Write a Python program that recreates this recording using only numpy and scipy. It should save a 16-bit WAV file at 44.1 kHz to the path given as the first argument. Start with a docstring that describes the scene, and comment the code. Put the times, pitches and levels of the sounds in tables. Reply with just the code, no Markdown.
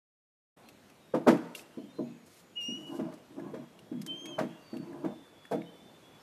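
"""After a brief silence the hush of a wood opens as shaped noise, and far birds whistle as wavering sliding tones.
A dog comes along a wooden boardwalk: claws, twigs and small cracks of the stick tick as very short rings with
a spit of grit, the long stick it carries knocks on the railings as banks of decaying wood modes under a crack
of noise, and sliding paws scuff as bursts of grit. It whines twice, in thin tones with overtones and air, the
first with an airy hiss, and from then on the stick also drags, as rough grains ringing the wood. Trunks
scatter every sound but the hush."""
import sys
import numpy as np
from scipy import signal
from scipy.fft import rfft, irfft, next_fast_len
from scipy.io import wavfile
from scipy.ndimage import uniform_filter1d, map_coordinates

SR = 44100
rng = np.random.default_rng(int(sys.argv[2]) if len(sys.argv) > 2 else 0)


def dump_mix(stems):
    """Bounce the given channels to the path in sys.argv[1] as a 16-bit WAV at rate SR."""
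    frames = np.atleast_2d(stems).T  # one column per channel
    limited = np.clip(frames, -1, 1)  # hard clip at full scale
    pcm = np.round(limited * 32767).astype(np.int16)
    wavfile.write(sys.argv[1], SR, pcm)


N = 274426
T = np.arange(N) / SR


def amp(db):
    """Turns dB into gain."""
    return 10 ** (np.asarray(db) / 20)


def unit(x):
    """Scales x to rms 1."""
    return x / np.sqrt(np.mean(x ** 2) + 1e-20)


def along(points, hz):
    """Reads (Hz, value) points along a log frequency axis."""
    point_hz, value = np.transpose(points)
    return np.interp(np.log(hz + 1), np.log(point_hz + 1), value)


def curves(rows):
    """Gives a gate with 5 ms edges, open during the rows, then a curve for each column after the time."""
    s, *columns = np.transpose(rows)
    gate = np.clip(np.minimum(T - s[0], s[-1] - T) / 0.005, 0, 1)
    return [gate] + [np.interp(T, s, column) for column in columns]


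def wobble(rate):
    """Draws a smooth random curve with rate knots a second."""
    knots = rng.standard_normal(int(N * rate / SR) + 4)
    return map_coordinates(knots, [T * rate])


def filtered(x, response):
    """Multiplies the spectrum of x by a response of frequency."""
    size = next_fast_len(len(x) + 8192)
    hz = np.fft.rfftfreq(size, 1 / SR)
    return irfft(rfft(x, size) * response(hz), size)[:len(x)]


def noise(spectrum, size):
    """Colours white noise by a spectrum in dB and sets it to rms 1."""
    return unit(filtered(rng.standard_normal(size), lambda hz: amp(along(spectrum, hz))))


def add(track, s, sound):
    """Mixes a sound into the track at a time in seconds."""
    part = track[round(s * SR):][:len(sound)]
    part += sound[:len(part)]


# Colour of the hush: freq_hz [Hz], density_db [dB per Hz]
HUSH_SPECTRUM = [(20, -17), (79, -9), (197, -3), (371, -6), (426, -8), (463, -7), (593, -9), (1560, -17.5),
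                 (3460, -22), (4560, -25.5), (13000, -33), (14500, -26)]
HUSH_DB = -58.5  # rms level around which the hush drifts


def hush():
    """The wood's steady noise: faint patches in time and frequency, and a slow drift in level."""
    cells = signal.stft(noise(HUSH_SPECTRUM, size=N), nperseg=512)[2]
    patches = uniform_filter1d(rng.standard_normal(cells.shape), 6, 0)
    patches = unit(uniform_filter1d(patches, 12, 1))
    bed = unit(signal.istft(cells * amp(1.5 * patches), nperseg=512)[1][:N])
    return amp(HUSH_DB + 0.81 * wobble(1.69)) * bed


# Far whistles: start_s [s], length_s [s], start_hz [Hz], slide_hz [Hz], level_db [dB]
BIRD_NOTES = [(0.627, 0.099, 4040, 200, -70), (0.993, 0.16, 3800, -110, -73), (1.686, .2, 3220, 1, -73.5),
              (1.705, 0.23, 3010, 120, -71.5), (1.757, 0.068, 4270, -76, -70),
              (1.875, 0.068, 3650, 17, -66), (1.914, 0.12, 4100, -35, -64.5), (2.034, 0.11, 2560, 0, -72),
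              (1.973, 0.93, 6660, 359, -74), (3.477, 0.33, 3290, 5, -73), (3.854, 0.27, 3330, -28, -68),
              (4.255, 0.067, 2560, 40, -55), (4.405, 0.2, 3265, 124, -70), (4.482, .17, 2800, -17, -66),
              (4.602, 0.19, 4660, -200, -64.5), (5.044, 0.27, 3586, -110, -64.5),
              (5.344, 0.27, 3400, 62, -63.5), (5.585, .11, 3720, -32, -67), (5.642, 0.087, 3020, 85, -60),
              (5.669, 0.34, 3480, 98.5, -66.5), (6.012, 0.2, 3340, 115, -64.5),
              (6.185, 0.07, 5320, 91, -63)]
WAVER = 0.03  # share of its pitch by which a note wavers, per second of its length


def birds():
    """Sliding notes, blurred in pitch and level by the way through the leaves."""
    out = np.zeros(N)
    blur, flutter = wobble(110), amp(2.2 * wobble(40))
    for start, length, start_hz, slide_hz, level_db in BIRD_NOTES:
        end = start + length
        # each note reads the shared curves at an offset set by its pitch
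        waver = 1 + WAVER * length * np.roll(blur, round(start_hz))
        hz = np.interp(T, [start, end], [start_hz, start_hz + slide_hz]) * waver
        shape = np.clip(np.minimum(T - start, end - T) / 0.029, 0, 1)
        level = amp(level_db) * shape * np.roll(flutter, 7 * round(start_hz))
        out += level * np.sin(2 * np.pi * np.cumsum(hz) / SR)
    return out


# Decay of the sound among the trunks: freq_hz [Hz], t60_s [s]
TREE_DECAY = [(200, 0.59), (1000, 0.92), (4000, 0.93), (12000, 0.77)]


def trees(x):
    """Trunks scatter the sound back about 20 ms later; each frequency dies at its own speed."""
    hz, t, cells = signal.stft(rng.standard_normal(SR), SR, nperseg=256)
    decay = amp(-60 * t / along(TREE_DECAY, hz)[:, None])
    tail = signal.istft(cells * decay, SR, nperseg=256)[1]
    return signal.fftconvolve(np.pad(x, (900, 0)), tail / np.linalg.norm(tail))[:N]


# Grit and hiss of the small sounds: freq_hz [Hz], density_db [dB per Hz]
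GRIT_SPECTRUM = [(1180, -10), (2000, -5.5), (2600, -6.5), (4330, -3.5), (12500, -7), (14000, -8)]
# Modes of a small contact ringing together: pitch_multiple [ratio], level_db [dB]
TICK_RING = [(.84, -9), (1, 0), (1.2, -8), (1.45, -13)]
# Claws, twigs and small cracks of the stick: time_s [s], level_db [dB before a 3 dB trim], pitch_hz [Hz],
# hiss_db [dB re level_db], ring_t60_s [s]
SMALL_TICKS = [(0.688, -45, 2630, -2.5, 0.031), (0.9, -52.5, 2610, -4, 0.028),
               (1.372, -45, 2670, -7, 0.049), (1.5507, -28, 2770, -14, 0.029),
               (1.594, -39, 2580, -11, 0.029), (3.006, -56, 1520, -15, .03), (3.126, -46, 1200, -12, 0.048),
               (3.398, -45, 1690, -13, 0.044), (3.139, -56, 7760, 4, .04),
               (3.7913, -42.5, 2830, -10.5, 0.019), (4.017, -43.5, 5040, 2.5, 0.023),
               (4.064, -40.5, 6460, 4, 0.026), (4.2572, -37, 2230, -4, 0.031),
               (4.931, -45, 1700, -20, .025), (4.77, -40, 2700, -11.5, 0.019),
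               (5.454, -34.5, 1810, -21, 0.012), (5.6198, -34, 2220, -29, 0.012)]
HISS_T60_S = 0.047


def ticks():
    """Claws, twigs and small cracks of the stick: a very short ring of a few modes with a spit of grit."""
    out, t = np.zeros(N), np.arange(SR // 10) / SR
    for s, level_db, pitch_hz, hiss_db, t60 in SMALL_TICKS:
        modes = sum(amp(db) * np.sin(2 * np.pi * multiple * pitch_hz * t) for multiple, db in TICK_RING)
        tone = amp(-60 * t / t60) * modes
        spit = amp(hiss_db - 60 * t / HISS_T60_S) * noise(GRIT_SPECTRUM, size=len(t))
        attack = 1 - np.exp(-t / 0.0005)
        add(out, s - 0.001, amp(level_db - 3) * attack * (tone + spit))
    return out


# Modes of rails and deck before random detuning: freq_hz [Hz], level_db [dB], t60_s [s]
WOOD_MODES = [(140.4, -2.5, 0.28), (170.6, -1.5, 0.38), (204.3, 1, 0.3), (240.7, 5, 0.22),
              (286.2, 1.5, 0.22), (329.6, 0, 0.21), (409, -9.5, 0.17), (447, -1.5, 0.14),
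              (501.3, -3.5, 0.16), (570.4, -9.5, 0.16), (625, -1.5, 0.19), (707, -10.5, 0.24),
              (787, -7.5, 0.21), (906, -6.5, 0.15), (994, -0.5, 0.095), (1128, -0.5, 0.069),
              (1244, -2, 0.075), (1353, -11, 0.034), (1525, -1, 0.088)]
SPOT_DB, SPOT_OCTAVES = 8, 0.42  # lift of the modes near the favoured pitch, and its width
RATTLE, RATTLE_S = 2.2, 0.011  # phase shake (radians per kHz, scaled by hardness) and its pace


def ring(hardness, spot_hz, scatter_db, rise_s):
    """The wood's answer to one contact: a soft one drives the low modes, a hard one leans to the high ones."""
    t = np.arange(SR // 4) / SR
    hz, db, t60 = np.tile(np.transpose(WOOD_MODES), 2)[:, :, None]  # neighbouring boards ring in close pairs
    level_luck, pitch_luck, phase_luck = rng.standard_normal((3, len(hz), 1))

    corner_hz = 290 * 2 ** (2.3 * hardness)
    lean_db = 11 * hardness * np.log2(hz / corner_hz)
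    lean_db = lean_db - 10 * np.log10(1 + (hz / corner_hz) ** 7)
    spot_db = SPOT_DB * np.exp(-(np.log2(hz / spot_hz) / SPOT_OCTAVES) ** 2)
    gain = amp(db + lean_db + spot_db + scatter_db * level_luck)

    # loose boards shake the phase of each mode
    bumps = np.exp(-(t / RATTLE_S - np.arange(t[-1] / RATTLE_S)[:, None]) ** 2)
    shake = rng.standard_normal((len(hz), len(bumps))) @ bumps
    drift = RATTLE * hardness * (hz + 150) / 1000 * shake
    cycles = hz * (1 + 0.023 * pitch_luck) * t + phase_luck
    modes = amp(-60 * t / t60) * np.sin(2 * np.pi * cycles + drift)

    # the swell is slower in the higher modes
    rise = 1 - np.exp(-(t / (rise_s * (hz / 300) ** 0.35)) ** 2)
    return np.sum(rise * gain * modes, axis=0) / np.linalg.norm(gain)


# Crack of bark: freq_hz [Hz], density_db [dB per Hz]
CRACK_SPECTRUM = [(530, -23), (900, -3.5), (1730, -8.5), (2420, -15), (2680, -19), (14000, -36.5)]
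# Blows on the rails: time_s [s], level_db [dB], crack_db [dB re level_db], hardness [0-1],
# spot_hz [Hz, pitch favoured by the struck spot], rebound_gap_s [s], rebound_loss_db [dB]
STICK_KNOCKS = [(1.142, -17.5, -23.5, 0.69, 466, 0.011, 4), (1.27, -12, -19.5, 0.75, 470, 0.061, 10.5),
                (1.278, -7.5, -18.5, 0.59, 437, 0.016, 6.5), (1.778, -29, -60, 0.37, 306, 0.056, 11.5),
                (1.99, -23.5, -55, 0.49, 310, .041, 8.5), (2.11, -42, -43, 0.05, 260, 0.027, 10),
                (2.69, -32, -49, 0.31, 296, 0.035, 4.5), (2.993, -25, -25.5, 0.5, 314, .019, 5),
                (3.066, -41, -54, 0, 220, 0.028, 9), (3.122, -48, -16, 0.74, 240, 0.0091, 20),
                (3.384, -33.5, -36, 0.49, 350, 0.031, 3), (3.539, -30, -20.5, 0.42, 440, .03, 4.5),
                (3.92, -28.5, -31, 0.27, 294, 0.035, 2.3), (4.385, -19.5, -16, 0.71, 533, 0.025, 3.5),
                (4.734, -29, -26, 0.42, 280, 0.034, 3), (5.045, -23.5, -24.5, 0.56, 330, .016, 5),
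                (5.517, -20, -23, 0.64, 565, 0.027, 5)]
REBOUNDS = 2
SOFTER, SINK = 0.54, 0.8  # shares of hardness and of favoured pitch kept at each rebound
CRACK_LOSS_DB = 9.5  # further loss of the crack at each rebound


def knocks():
    """Each blow rings the wood with a crack of bark on top, then the stick rebounds softer and duller."""
    out, t = np.zeros(N), np.arange(SR // 6) / SR
    bite = 1 - np.exp(-(t / 0.005) ** 2)
    snap = bite * (amp(-60 * t / 0.12) + 0.5 * amp(-60 * t / 0.25))
    for s, first_db, crack_db, hardness, spot_hz, gap_s, loss_db in STICK_KNOCKS:
        for k in range(REBOUNDS + 1):
            at, level_db = s + k * gap_s, first_db - k * loss_db
            body = ring(hardness * SOFTER ** k, spot_hz * SINK ** k, scatter_db=0.5, rise_s=0.0046)
            add(out, at - 0.007, amp(level_db) * body)
            crack = snap * noise(CRACK_SPECTRUM, size=len(t))
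            add(out, at - 0.0015, amp(level_db + crack_db - k * CRACK_LOSS_DB) * crack)
    return out


# Soft bursts of grit and breath: sliding paws, and the airy hiss of the first whine:
# start_s [s], length_s [s], level_db [dB], fade_db [dB]
SOFT_BURSTS = [(1.552, 0.063, -47.5, 12), (2.262, 0.15, -61.5, 1.5), (2.61, 0.22, -64.5, 1),
               (2.867, 0.11, -63, -2), (5.515, 0.015, -51, 1.5)]
BURST_EDGE_S, BURST_EDGE_DB = 0.035, 14  # closing fall after the burst


def soft_bursts():
    """Sliding paws and the first whine's airy hiss: rough noise swells, changes level and falls away."""
    roughness = amp(1.1 * wobble(70) + 2.0 * wobble(19))
    grit = unit(noise(GRIT_SPECTRUM, size=N) * roughness)
    out = np.zeros(N)
    for s, length, level_db, fade_db in SOFT_BURSTS:
        end, end_db = s + length, level_db - fade_db
        gate, db = curves([(s - 0.008, level_db - 20), (s, level_db), (end, end_db),
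                           (end + BURST_EDGE_S, end_db - BURST_EDGE_DB)])
        out += gate * amp(db) * grit
    return out


# Two whines, each a list of points: time_s [s], pitch_hz [Hz], level_db [dB], octave_db [dB]
WHINE_CALLS = [
    [(2.552, 2810, -64, -103), (2.564, 2890, -46, -70), (2.576, 2920, -34.5, -80), (2.626, 2808, -38, -52),
     (2.68, 2852, -38, -48.5), (2.794, 2943, -49, -68), (2.802, 2982, -57, -86), (2.89, 2928, -50, -104),
     (2.935, 2797, -67, -72)],
    [(4.066, 3130, -64, -69), (4.086, 3107, -46, -93), (4.11, 3090, -36, -88), (4.182, 3168, -48.5, -62.5),
     (4.298, 3243, -53.5, -57), (4.345, 3104, -48.5, -75), (4.384, 3060, -55, -72)],
]


def whine():
    """A thin, trembling nasal whistle with its octave, a blurred third partial and air rushing under it."""
    out = np.zeros(N)
    air = unit(filtered(rng.standard_normal(N), lambda hz: np.exp(-((hz - 2600) / 300) ** 2)))
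    for call in WHINE_CALLS:
        gate, hz, db, octave_db = curves(call)
        phase = 2 * np.pi * np.cumsum(hz * (1 + 0.0035 * wobble(60))) / SR
        third = 0.11 * np.sin(3 * phase + 2 * wobble(200))
        tone = amp(db) * np.sin(phase) + amp(octave_db) * (np.sin(2 * phase) + third)
        tremble = np.sqrt(2) * amp(2.0 * wobble(29.4))  # the root makes the levels rms
        out += gate * (tremble * tone + amp(db - 23) * air)
    return out


# Stick dragging on the rail: start_s [s], strongest_s [s], end_s [s], level_db [dB],
# end_colour [0 dull - 1 bright]
STICK_DRAGS = [(2.754, 2.889, 3.16, -42, 0.33), (3.302, 3.392, 3.656, -43.5, 0.28),
               (3.994, 4.084, 4.2, -45, 0.13), (4.213, 4.315, 4.38, -43, 0.4),
               (4.768, 4.948, 5.15, -40, 0.32)]
DRAG_RISE_DB, DRAG_FALL_DB = 11, 7  # how far a stroke starts and ends below its strongest level


def drag():
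    """Bark catches on the rail in uneven grains that keep the wood ringing."""
    grains = rng.standard_normal(N) * amp(3.5 * wobble(30))
    dull_wood = ring(0.2, spot_hz=330, scatter_db=1, rise_s=0.004)
    bright_wood = ring(0.75, spot_hz=600, scatter_db=1, rise_s=0.002)[:SR // 40]
    dull = unit(signal.fftconvolve(grains, dull_wood)[:N])
    dull = unit(filtered(dull, lambda hz: 1 + 1.05 * np.exp(-((hz - 332) / 25) ** 2)))  # the held stick hums
    bright = unit(signal.fftconvolve(grains, bright_wood)[:N])
    out = np.zeros(N)
    for start, top, end, top_db, colour in STICK_DRAGS:  # a stroke swells, fades and brightens as it goes
        gate, db, share = curves([(start, top_db - DRAG_RISE_DB, 0), (top, top_db, colour / 2),
                                  (end, top_db - DRAG_FALL_DB, colour)])
        share = np.clip(share, 0, 1)
        out += gate * amp(db) * (np.sqrt(1 - share) * dull + np.sqrt(share) * bright)
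    return out


def scene():
    """The birds and the dog's sounds, each with their echo, over the hush."""
    far = birds()
    near = ticks() + knocks() + soft_bursts() + whine() + drag()
    echo = trees(amp(-16.0) * near + amp(-6) * far)
    return (near + far + echo + hush())[None]


START_S = 0.5635  # the sound begins here
TOP_HZ = 13900  # middle of the 600 Hz slope at the top of the band


def record(dry):
    """Silence before the start; the microphone drops the deep bass and the top of the band is cut off."""
    def band(hz):
        """Deep bass falls below 90 Hz and the treble slopes to nothing around the top."""
        treble = np.clip((TOP_HZ + 300 - hz) / 600, 0, 1) ** 2
        return treble / np.sqrt(1 + (90 / (hz + 1)) ** 4)
    opening = np.clip((T - START_S) / 0.012, 0, 1)
    return filtered(dry[0], band)[None] * opening


dry = scene()
out = record(dry)
dump_mix(out)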